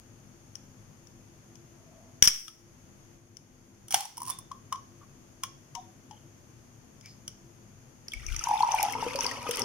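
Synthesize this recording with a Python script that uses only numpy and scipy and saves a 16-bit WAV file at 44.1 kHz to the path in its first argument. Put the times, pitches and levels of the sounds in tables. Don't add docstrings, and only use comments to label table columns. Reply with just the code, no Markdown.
import sys
import numpy as np
from scipy import signal
from scipy.fft import rfft, irfft, next_fast_len
from scipy.io import wavfile
from scipy.ndimage import map_coordinates

SR = 44100
rng = np.random.default_rng(int(sys.argv[2]) if len(sys.argv) > 2 else 0)


def natural_amplitude(level_db):
    exponent = np.asarray(level_db, float) / 20
    return 10 ** exponent


def master(y):
    cut = np.clip(np.atleast_2d(y).T, -1, 1)
    pcm = np.round(cut * 32767)
    wavfile.write(sys.argv[1], SR, pcm.astype(np.int16))


N = 425124
T = np.arange(N) / SR

# start in seconds, crack level in dB, left over right in dB,
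# pressure thump level in dB, gas jet level in dB.
SEAL_POPS = [(2.2242, 1.5, 7, -18.5, -21.5), (2.2736, -5, 11.5, -26, -23.5)]
# time in seconds, nominal spray level in dB, nominal gurgle level in dB.
POUR_STREAM = [(8.059, -76.5, -72), (8.202, -57, -111), (8.441, -49.5, -45.5), (8.55, -49.5, -40),
               (8.83, -45.5, -30.5), (8.97, -53.5, -43), (9.139, -49.5, -45), (9.261, -44, -40.5),
               (9.4, -51.5, -46.5), (9.519, -45.5, -42), (9.64, -48.5, -37.5)]
# frequency in Hz, relative spectral density in dB.
SPRAY_SPECTRUM = [(710, -68), (1200, -6), (1720, -12.5), (2600, -3), (4130, -11), (5900, 0.5), (7490, -14),
                  (9310, -4), (15000, -18), (16000, -26)]
# centre in Hz, single-pass width in Hz, relative level in dB.
GLASS_MODES = [(112, 75, -1), (257, 50, 3.5), (507, 157, 1), (966, 93, 7), (1268, 120, -3)]
SMALL_HZ = 2204


def unit(x):
    return x / np.sqrt(np.mean(x ** 2) + 1e-20)


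def along(points, hz):
    f, v = np.transpose(points)
    return np.interp(np.log(hz + 1), np.log(f + 1), v)


def gains(rows):
    s, *columns = np.transpose(rows)
    return [natural_amplitude(np.interp(T, s, column, -150, -150)) for column in columns]


def wobble(rate):
    return map_coordinates(rng.standard_normal(int(N * rate / SR) + 4), [T * rate])


def flutter(depth, rate, size):
    knots = rng.standard_normal(int(size * rate / SR) + 4)
    return 1 + depth * map_coordinates(knots, [T[:size] * rate])


def filtered(x, response):
    m = next_fast_len(x.shape[-1] + 8192)
    return irfft(rfft(x, m) * response(np.fft.rfftfreq(m, 1 / SR)), m)[..., :x.shape[-1]]


def peaks(table):
    def response(f):
        total = 0
        for k, (centre, width, db) in enumerate(table):
            damping = 1j * f * width
            total = total + (-1) ** k * natural_amplitude(db) * damping / (centre * centre - f * f + damping)
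        return total
    return response


def steep(table):
    return lambda f: sum(natural_amplitude(db) * peaks([(c, w, 0)])(f) ** 2 for c, w, db in table)


def pair(alike):
    def mid_side(hz):
        turn = np.arccos(np.clip(along(alike, hz), -1, 1)) / 2
        return np.array([np.cos(turn), np.sin(turn)])
    mid, side = filtered(rng.standard_normal((2, N)), mid_side)
    return np.array([mid + side, mid - side])


def coloured(x, spectrum):
    return unit(filtered(x, lambda hz: natural_amplitude(along(spectrum, hz))))


def ring(hz, t60, rise, t):
    shape = natural_amplitude(-60 * t / t60) * (1 - np.exp(-t / rise))
    return shape / shape.max() * np.sin(2 * np.pi * hz * t)


def add(out, s, x, pan_db):
    k = round(s * SR)
    out[:, k:k + x.shape[-1]] += (x * natural_amplitude([[pan_db / 2], [-pan_db / 2]]))[:, :N - k]


def sparks(rate, spread_db, alike):
    size = (rng.random(N) < rate / SR) * natural_amplitude(spread_db * rng.exponential(size=N))
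    return size * pair([(1000, alike)])


def bubbles(rate, centre_hz, spread, cycles, size_db):
    start = POUR_STREAM[0][0] * SR / N
    count = int(rate * (1 - start) * N / SR)
    at, pitch, size, side = rng.random((4, count))
    hz = np.clip(centre_hz * np.exp(spread * rng.standard_normal(count)), 600, 15000)[:, None]
    t = T[:400]
    u = t * hz / cycles
    tones = u * np.exp(-4 * u) * np.sin(2 * np.pi * hz * t * (1 + 0.013 * u * pitch[:, None]))
    tones *= natural_amplitude(np.minimum(-size_db * np.log(size), 3 * size_db))[:, None]
    first = ((start + (1 - start) * at) * N).astype(int)
    k = (first[:, None] + np.arange(len(t))).ravel()
    sides = [np.bincount(k, (tones * g[:, None]).ravel(), N + len(t))[:N] for g in (side, 1 - side)]
    return unit(np.array(sides))


def crack_and_pocket(hz, treble_db, mids_db, rise):
    # nominal centre in Hz, single-pass width in Hz, relative level in dB.
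    lid_modes = [(1507, 480, -6.5), (2372, 660, -5), (3118, 750, 0.5), (4500, 370, -7), (5760, 1250, 8)]
    # centre in Hz, width in Hz, relative level in dB.
    lid_treble = [(9630, 500, 4), (11800, 380, -5.5), (14900, 3400, -11.5)]
    mids_hz = 4000
    grip_shift = 0.015
    treble_side_db = -13
    t = T[:SR // 4]
    shared, own = rng.standard_normal(len(t)), rng.standard_normal((2, len(t)))
    decay = natural_amplitude(-60 * t / 0.011) + 0.033 * natural_amplitude(-60 * t / 0.11)
    burst = (shared + 0.36 * own) * decay * (1 - np.exp(-(t / rise) ** 2))
    held = np.exp(grip_shift * rng.standard_normal(len(lid_modes)))
    modes = [(c * h, w, g + mids_db * (c < mids_hz)) for (c, w, g), h in zip(lid_modes, held)]
    body, top = filtered(burst, steep(modes)), filtered(burst, peaks(lid_treble))
    top_gain = natural_amplitude(treble_db + treble_side_db * np.array([[0.5], [-0.5]]))
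    crack = body / np.abs(body.mean(0)).max() + top_gain * top / np.abs(top.mean(0)).max()
    slosh = filtered(shared * natural_amplitude(-60 * t / 0.14), steep([(hz, 0.12 * hz, 0)]))
    pocket = ring(hz, 0.03, 0.0035, t) + 0.4 * slosh / np.abs(slosh).max()
    return crack, pocket


def cracks():
    # time in seconds, frequency in Hz.
    opening = [(2.48, 1301), (3.88, 779), (3.94, 778), (4.05, 866), (4.18, 963), (4.3, 1072), (4.52, 1087),
               (5.44, 1084), (5.75, 1030), (6.11, 860)]
    # start in seconds, crack level in dB, left over right in dB.
    ticks = [(0.5531, -43, 38.5), (1.07, -47, 15.5), (1.554, -48, 18.5), (3.3683, -39.5, 20.5),
             (7.0092, -45, 10), (7.0574, -38, 11.5), (7.2775, -25, 5.5)]
    # start in seconds, crack level in dB, air pocket over the crack in dB.
    tears = [(3.8812, -36.5, -30.5), (3.9057, -27, -23), (3.912, -28.5, -26), (3.922, -23.5, -33),
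             (3.9415, -11, -8.5), (4.005, -27.5, -11.5), (4.0521, -35.5, -6.5), (4.1688, -39.5, -22),
             (4.1768, -33.5, -5), (4.2015, -41, -1), (4.217, -34, 2), (4.2294, -37.5, -4),
             (4.2514, -39.5, -15), (4.262, -41, -14), (4.273, -38.5, -3), (4.2796, -35, -4.5),
             (4.292, -34, -4.5), (4.298, -28.5, -5.5), (4.303, -30, -10), (4.3858, -38.5, -7.5)]
    # pocket pitch in Hz, treble level in dB.
    tear_treble = [(780, 0), (1000, 6.5)]
    # pocket pitch in Hz, level of those modes in dB.
    tear_mids = [(780, 5), (1000, -1.5)]
    # start in seconds, crack level in dB, air pocket over the crack in dB,
    # left over right in dB, level of the lid's lower modes in dB.
    knocks = [(2.479, -32, -18, 11, 8), (4.514, -38.5, 4.5, 7.5, 8), (4.724, -26, 5.5, 3.5, 7.5),
              (4.756, -41, 3, 9, 7), (5.434, -18.5, -13.5, 5.5, 8.5), (5.75, -33.5, -6, 22.5, 1.5),
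              (6.109, -43, 0.5, 14, 8.5)]
    tick, pop = (-5, -2.1, 0.00128), (-6.5, 0, 0.00053)
    knock_treble_db, knock_rise_s = -5.5, 0.0021
    tear_rise_s, tear_side_db = 0.0027, 4.5
    shut_pocket_db = -47.5
    lead_s, lead_db = 0.0051, -26

    def pocket_hz(s):
        return np.interp(s, *np.transpose(opening))

    blows = [(s, db, *tick, shut_pocket_db, pan_db) for s, db, pan_db in ticks]
    blows += [(s, db, *pop, shut_pocket_db, pan_db) for s, db, pan_db, *_ in SEAL_POPS]
    for s, db, air_db in tears:
        treble_db, mids_db = along(tear_treble, pocket_hz(s)), along(tear_mids, pocket_hz(s))
        blows.append((s, db, treble_db, mids_db, tear_rise_s, air_db, tear_side_db))
    for s, db, air_db, pan_db, mids_db in knocks:
        for early, soft_db in ((0, 0), (lead_s, lead_db)):
            blows.append((s - early, db + soft_db, knock_treble_db, mids_db, knock_rise_s, air_db, pan_db))
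    out = np.zeros((2, N))
    for s, db, treble_db, mids_db, rise, pocket_db, pan_db in blows:
        crack, pocket = crack_and_pocket(pocket_hz(s), treble_db, mids_db, rise)
        add(out, s, natural_amplitude(db) * crack, pan_db)
        add(out, s, natural_amplitude(db + pocket_db) * pocket, 0.32 * pan_db + 3.0)
    return out


def wall_rings():
    # centre in Hz, t60 in seconds, spread of its close modes in Hz.
    wall_lines = [(743, 0.45, 3.1), (3080, 0.42, 120), (3570, 0.33, 81), (940, 0.21, 2.3)]
    # start in seconds, line number from 0, nominal level in dB.
    wall_events = [(4.303, 2, -44.5), (4.725, 1, -66), (5.752, 0, -48), (5.752, 2, -55.5),
                   (5.753, 3, -47.5), (6.111, 1, -55.5)]
    out, t = np.zeros((2, N)), T[:SR // 4]
    for s, line, db in wall_events:
        hz, t60, spread_hz = wall_lines[int(line)]
        cluster = hz + spread_hz * rng.standard_normal(size=8)
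        modes = sum(ring(c, t60, 0.005, t) for c in cluster)
        add(out, s, natural_amplitude(db - 14) * flutter(0.89, 0.0613 * hz, len(t)) * modes, 4)
    return out


def pressure_thumps():
    out, t = np.zeros((2, N)), T[:SR // 4]
    for s, *_, db, _ in SEAL_POPS:
        swing_back = 0.04 * t / 0.058 * np.exp(-(t / 0.1) ** 2)
        push = (t / 0.001) * np.exp(1 - t / 0.00084)
        add(out, s, natural_amplitude(db) * (swing_back - push), 9)
    return out


def gas_jets():
    # frequency in Hz, relative spectral density in dB.
    gas_spectrum = [(350, -47.5), (700, -26.5), (1400, -19.5), (2300, -14), (3250, -17), (4050, -28.5),
                    (5630, 3), (6730, -21), (9360, -13), (16000, -20.5)]
    jet_s, close_s = [0.042, 0.02], [0.009, 0.013]
    leak_db, leak_db_per_s = -32.5, 109.5
    gas = 0
    for (s, *_, db), lasts, close in zip(SEAL_POPS, jet_s, close_s):
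        gas = gas + natural_amplitude(db) * (T > s) * np.clip((s + lasts - T) / close, 0, 1)
    since = T - SEAL_POPS[-1][0]
    gas = gas + (since > 0) * natural_amplitude(leak_db - leak_db_per_s * np.abs(since))
    jet = coloured(pair([(1000, 0.7), (8000, 0.09)]) * natural_amplitude(1.6 * wobble(120)), gas_spectrum)
    return gas * jet * natural_amplitude([[2.5], [-4]])


def tear_rasp():
    # frequency in Hz, relative spectral density in dB.
    rasp_spectrum = [(350, -32.5), (600, -18), (801, -1), (1410, -12.5), (5710, -7.5), (8160, -12),
                     (9890, -11), (16000, -21.5)]
    # peak time in seconds, nominal level in dB, build-up time constant
    # in seconds, t60 in seconds.
    pulls = [(3.945, -30.5, .012, 0.4), (4.3, -42.5, 0.032, 0.28)]
    tear = 0
    for s, db, build, t60 in pulls:
        away = np.abs(T - s)
        tear = tear + natural_amplitude(db) * np.where(T < s, np.exp(-away / build), natural_amplitude(-60 * away / t60))
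    grit = pair([(1000, 0.11), (8000, 0.25)]) + 3 * sparks(870, 0.65, 0.39)
    return tear * coloured(grit, rasp_spectrum) * natural_amplitude([[-1.5], [-0.6]])


def rubs():
    # swell centre in seconds, swell width in seconds, level in dB,
    # centre frequency in Hz.
    skin_rubs = [(1.97, 0.21, -64, 658), (5.028, 0.017, -57, 1150), (7.062, 0.027, -58, 2270),
                 (7.092, 0.05, -56.5, 5000)]
    out = 0
    for s, length, db, hz in skin_rubs:
        noise = unit(filtered(pair([(1000, 1.0)]), peaks([(hz, 0.083 * hz, 0)])))
        out = out + natural_amplitude(db) * np.exp(-((T - s) / length) ** 2) * noise
    return out


def gulps():
    # start in seconds, level in dB, nominal pitch in Hz.
    gulp_rows = [(8.47, -20.5, 948), (8.49, -22, 849), (8.511, -15.5, 842), (8.536, -18, 856),
                 (8.555, -22, 841), (8.605, -15.5, 860), (8.631, -11.5, 940), (8.647, -24.5, 900),
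                 (8.687, -19.5, 882), (8.724, -26.5, 930), (8.741, -14.5, 881), (8.783, -29, 785),
                 (8.796, -19.5, 890), (8.819, -22, 832), (8.834, -17, 806), (8.883, -22.5, 804)]
    glide_per_s = 4
    out, t = np.zeros((2, N)), T[:SR // 4]
    for s, db, hz in gulp_rows:
        u = t / 0.0057 + 0.47
        glide = 1 + glide_per_s * rng.normal() * (t - 0.01)
        swell = (u * np.exp(1 - u)) ** 6.8 * np.sin(2 * np.pi * hz * t * glide)
        after = 0.12 * flutter(0.98, 90, len(t)) * ring(hz, 0.15, 0.023, t)
        add(out, s, natural_amplitude(db) * (swell + after), 1.7)
    return out


def drops():
    # start in seconds, nominal level in dB, pitch in Hz.
    loud_drops = [(8.082, -23, 5140), (8.1188, -25, 3340), (8.135, -24, 2250), (8.2641, -22, 5930),
                  (8.2852, -28, 2300), (8.363, -14.5, 5930), (8.3916, -19, 5700), (8.41, -31, 1294),
                  (8.4386, -15, 6070), (8.576, -24.5, 3580), (8.623, -20, 4250), (8.7186, -15, 5850),
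                  (8.7856, -20, 2330), (8.934, -25.5, 2180), (9.083, -26.5, 2360), (9.16, -20, 4700),
                  (9.1884, -15.5, 5560), (9.2063, -14, 5730), (9.2642, -13, 4990), (9.312, -26, 1850),
                  (9.428, -29, 2280), (9.5099, -23.5, 3050), (9.548, -18, 5210), (9.618, -14.5, 5250)]
    most_rise = 0.3
    out, t = np.zeros((2, N)), T[:SR // 12]
    envelope = natural_amplitude(-60 * t / 0.0107) * (1 - np.exp(-t / 0.0024))
    for s, db, hz in loud_drops + small_drops(count=150):
        t60 = 70 / hz
        bubble = ring(hz * (1 + most_rise * rng.random() ** 3 * t / t60), t60, 0.0011, t)

        def response(f):
            return peaks([(hz, 0.18 * hz, 0)])(f) ** 2 + 0.249 * natural_amplitude(along(SPRAY_SPECTRUM, f))

        splat = filtered(rng.standard_normal((2, len(t))) * envelope, response)
        tone_gain = 0.45 * min(SMALL_HZ / hz, 1)
        drop = tone_gain * bubble + 0.7 * splat / np.abs(splat).max()
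        add(out, s, natural_amplitude(db) * drop, rng.normal(5, 4))
    return out


def small_drops(count):
    spread, over_spray_db, scatter_db = 0.171, 7.5, 5
    climb_hz_per_s = 350
    spit_hz, spit_share = 5500, 0.4
    s, spray_db, _ = np.transpose(POUR_STREAM)
    at = s[0] + rng.random(count) * (N / SR - s[0]) * 0.98
    db = np.interp(at, s, spray_db) + over_spray_db + scatter_db * rng.standard_normal(count)
    base_hz = np.where(rng.random(count) < spit_share, spit_hz, SMALL_HZ + climb_hz_per_s * (at - s[0]))
    return list(zip(at, db, base_hz * np.exp(spread * rng.standard_normal(count))))


def plops():
    # start in seconds, nominal level in dB, pitch in Hz.
    plop_rows = [(8.952, -26, 900), (9.026, -24.5, 906), (9.065, -24, 481), (9.151, -27.5, 547),
                 (9.189, -26, 940), (9.255, -24.5, 962), (9.467, -28.5, 1243), (9.491, -24, 480)]
    out, t = np.zeros((2, N)), T[:SR // 4]
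    for s, db, hz in plop_rows + small_plops(count=40):
        slap = filtered(rng.standard_normal(len(t)) * natural_amplitude(-60 * t / 0.028), steep(GLASS_MODES))
        plop = ring(hz, 20 / hz + 0.048, 0.00014, t) + 0.42 * slap / np.abs(slap).max()
        add(out, s, natural_amplitude(db) * plop, 4.5)
    return out


def small_plops(count):
    from_s, over_gurgle_db = 8.9, 5.5
    s, _, gurgle_db = np.transpose(POUR_STREAM)
    at = from_s + rng.random(count) * (N / SR - from_s) * 0.98
    db = np.interp(at, s, gurgle_db) + over_gurgle_db - 7 * rng.random(count)
    hz = np.array(GLASS_MODES)[2 + (rng.random(count) * 3).astype(int), 0]
    return list(zip(at, db, hz * (0.79 + 0.194 * rng.random(count))))


def splats():
    # start in seconds, level in dB before a common gain.
    splat_rows = [(8.4856, -32.5), (8.748, -28), (8.8283, -16.5), (8.9236, -26.5), (9.2329, -30),
                  (9.4908, -31.5), (9.5098, -22), (9.5572, -25.5), (9.5941, -22.5)]
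    out, t = np.zeros((2, N)), T[:SR // 12]
    envelope = natural_amplitude(-60 * t / 0.012) * (1 - np.exp(-t / 0.001))
    for s, db in splat_rows:
        noise = rng.standard_normal((2, len(t))) * envelope
        splat = filtered(noise, lambda f: natural_amplitude(along(SPRAY_SPECTRUM, f)) * f / SR)
        add(out, s, natural_amplitude(db + 5.5) * splat / np.abs(splat).max(), 1.5)
    return out


def stream():
    # centre in Hz, single-pass width in Hz.
    pocket_modes = [(900, 180), (794, 174)]
    surge_db = 4.5
    spray, gurgle = gains(POUR_STREAM)
    froth = bubbles(1600, 4223, spread=0.8, cycles=15.4, size_db=0.5)
    grains = pair([(1400, 0.86), (7000, 0.043)]) + froth + unit(sparks(260, 4.06, 0.45))
    surges = natural_amplitude(3.8 * np.tanh(wobble(28)) + surge_db * np.tanh(wobble(110)))
    fizz = coloured(grains, SPRAY_SPECTRUM) * surges
    churn = pair([(1000, 0.85)]) * natural_amplitude(5.9 * np.tanh(wobble(45)))
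    early, late = (unit(filtered(churn, steep([(*mode, 0)]))) for mode in pocket_modes)
    grown = np.clip((T - 8.68) / 0.096, 0, 1)
    can = (1 - grown) * early + grown * late
    glass = unit(filtered(churn, steep(GLASS_MODES)))
    full = np.clip((T - 8.84) / 0.117, 0, 1)
    return (spray * fizz + gurgle * ((1 - full) * can + full * glass)) * natural_amplitude([[1.5], [-1.5]])


def draught():
    # centre in seconds, nominal level in dB, width in seconds.
    puff_rows = [(8.192, -44.5, 0.042), (8.323, -36.5, 0.062)]
    spray, _ = gains(POUR_STREAM)
    level = natural_amplitude(-12.5) * spray
    for s, db, length in puff_rows:
        level = level + natural_amplitude(db) * np.exp(-((T - s) / length) ** 2)
    spectrum = [(15, -69), (30, -5.0), (70, -13.5), (130, -24.5), (300, -62.0)]
    air = coloured(rng.standard_normal((2, N)) * natural_amplitude(1.2 * wobble(4.7)), spectrum)
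    return level * air * natural_amplitude([[5], [-12]])


def room(x):
    # frequency in Hz, t60 in seconds.
    decay_times = [(1000, 0.36), (2500, 0.4), (6000, 0.45), (12000, 0.035)]
    out, step = np.zeros((2, N + 2 * SR)), SR // 3
    for k in range(0, N, step):
        hz, t, z = signal.stft(rng.standard_normal((2, SR // 2)), SR, nperseg=256)
        decay = natural_amplitude(-60 * t / along(decay_times, hz)[:, None])
        tail = signal.istft(z * decay, SR, nperseg=256)[1]
        wet = signal.fftconvolve(x[None, k:k + step], tail / np.linalg.norm(tail[0]), axes=1)
        out[:, k + 200:k + 200 + wet.shape[1]] += wet
    return out[:, :N]


def room_tone():
    # centre in Hz, width in Hz, relative level in dB.
    hum_bands = [(104.1, 16, -2), (148, 24, -5), (201, 4.5, -2), (246.7, 15, -6), (341.7, 7, -4)]
    # frequency in Hz, relative spectral density in dB.
    hiss_spectrum = [(15, -31), (25, -5), (120, -13.5), (400, -13), (1480, -22.5), (3920, -28.5),
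                     (5500, -26), (6560, -15.5), (7710, -37), (9840, -29.5), (14800, -36.5), (16000, -53)]
    # frequency in Hz, left-right likeness from -1 to 1.
    likeness = [(60, 0.96), (240, 0.8), (950, 0.012), (3770, -0.024), (15000, -0.12)]
    # frequency in Hz, left over right in dB.
    balance = [(60, 6), (380, 2.5), (2380, 6), (15000, -0.5)]
    # start in seconds, nominal depth in dB, return time constant in seconds.
    dip_rows = [(2.262, -15.5, 0.27), (3.15, -3.5, 0.82), (3.97, -13.5, 0.16)]
    fall_s = 0.05
    air = natural_amplitude(-59) * coloured(pair(likeness), hiss_spectrum)
    hum = natural_amplitude(-56.5) * unit(filtered(pair(likeness), peaks(hum_bands)))
    dip_db = 0
    for s, db, back in dip_rows:
        dip_db = dip_db + db * np.clip((T - s) / fall_s, 0, 1) * np.exp(-((T - s) / back) ** 2)
    both = natural_amplitude(dip_db) * (air + hum)
    return filtered(both, lambda hz: natural_amplitude([[0.5], [-0.5]] * along(balance, hz)))


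def scene():
    can = cracks() + wall_rings() + pressure_thumps() + gas_jets() + tear_rasp() + rubs()
    drink = gulps() + plops() + drops() + splats() + stream()
    near = can + drink
    near[0] = np.roll(near[0], shift=2)
    reverb = room(natural_amplitude(-14.5) * can.mean(0) + natural_amplitude(-9.5) * drink.mean(0))
    return near + reverb + draught() + room_tone()


def top_cut(x):
    return signal.sosfilt(signal.butter(12, 16150, fs=SR, output="sos"), x)


def record(dry):
    mic_dip = (3950, 630, -6)
    heard = filtered(dry, lambda hz: 1 - peaks([mic_dip])(hz))
    return top_cut(np.clip(heard, -1, 1))


dry = scene()
out = record(dry)
master(out)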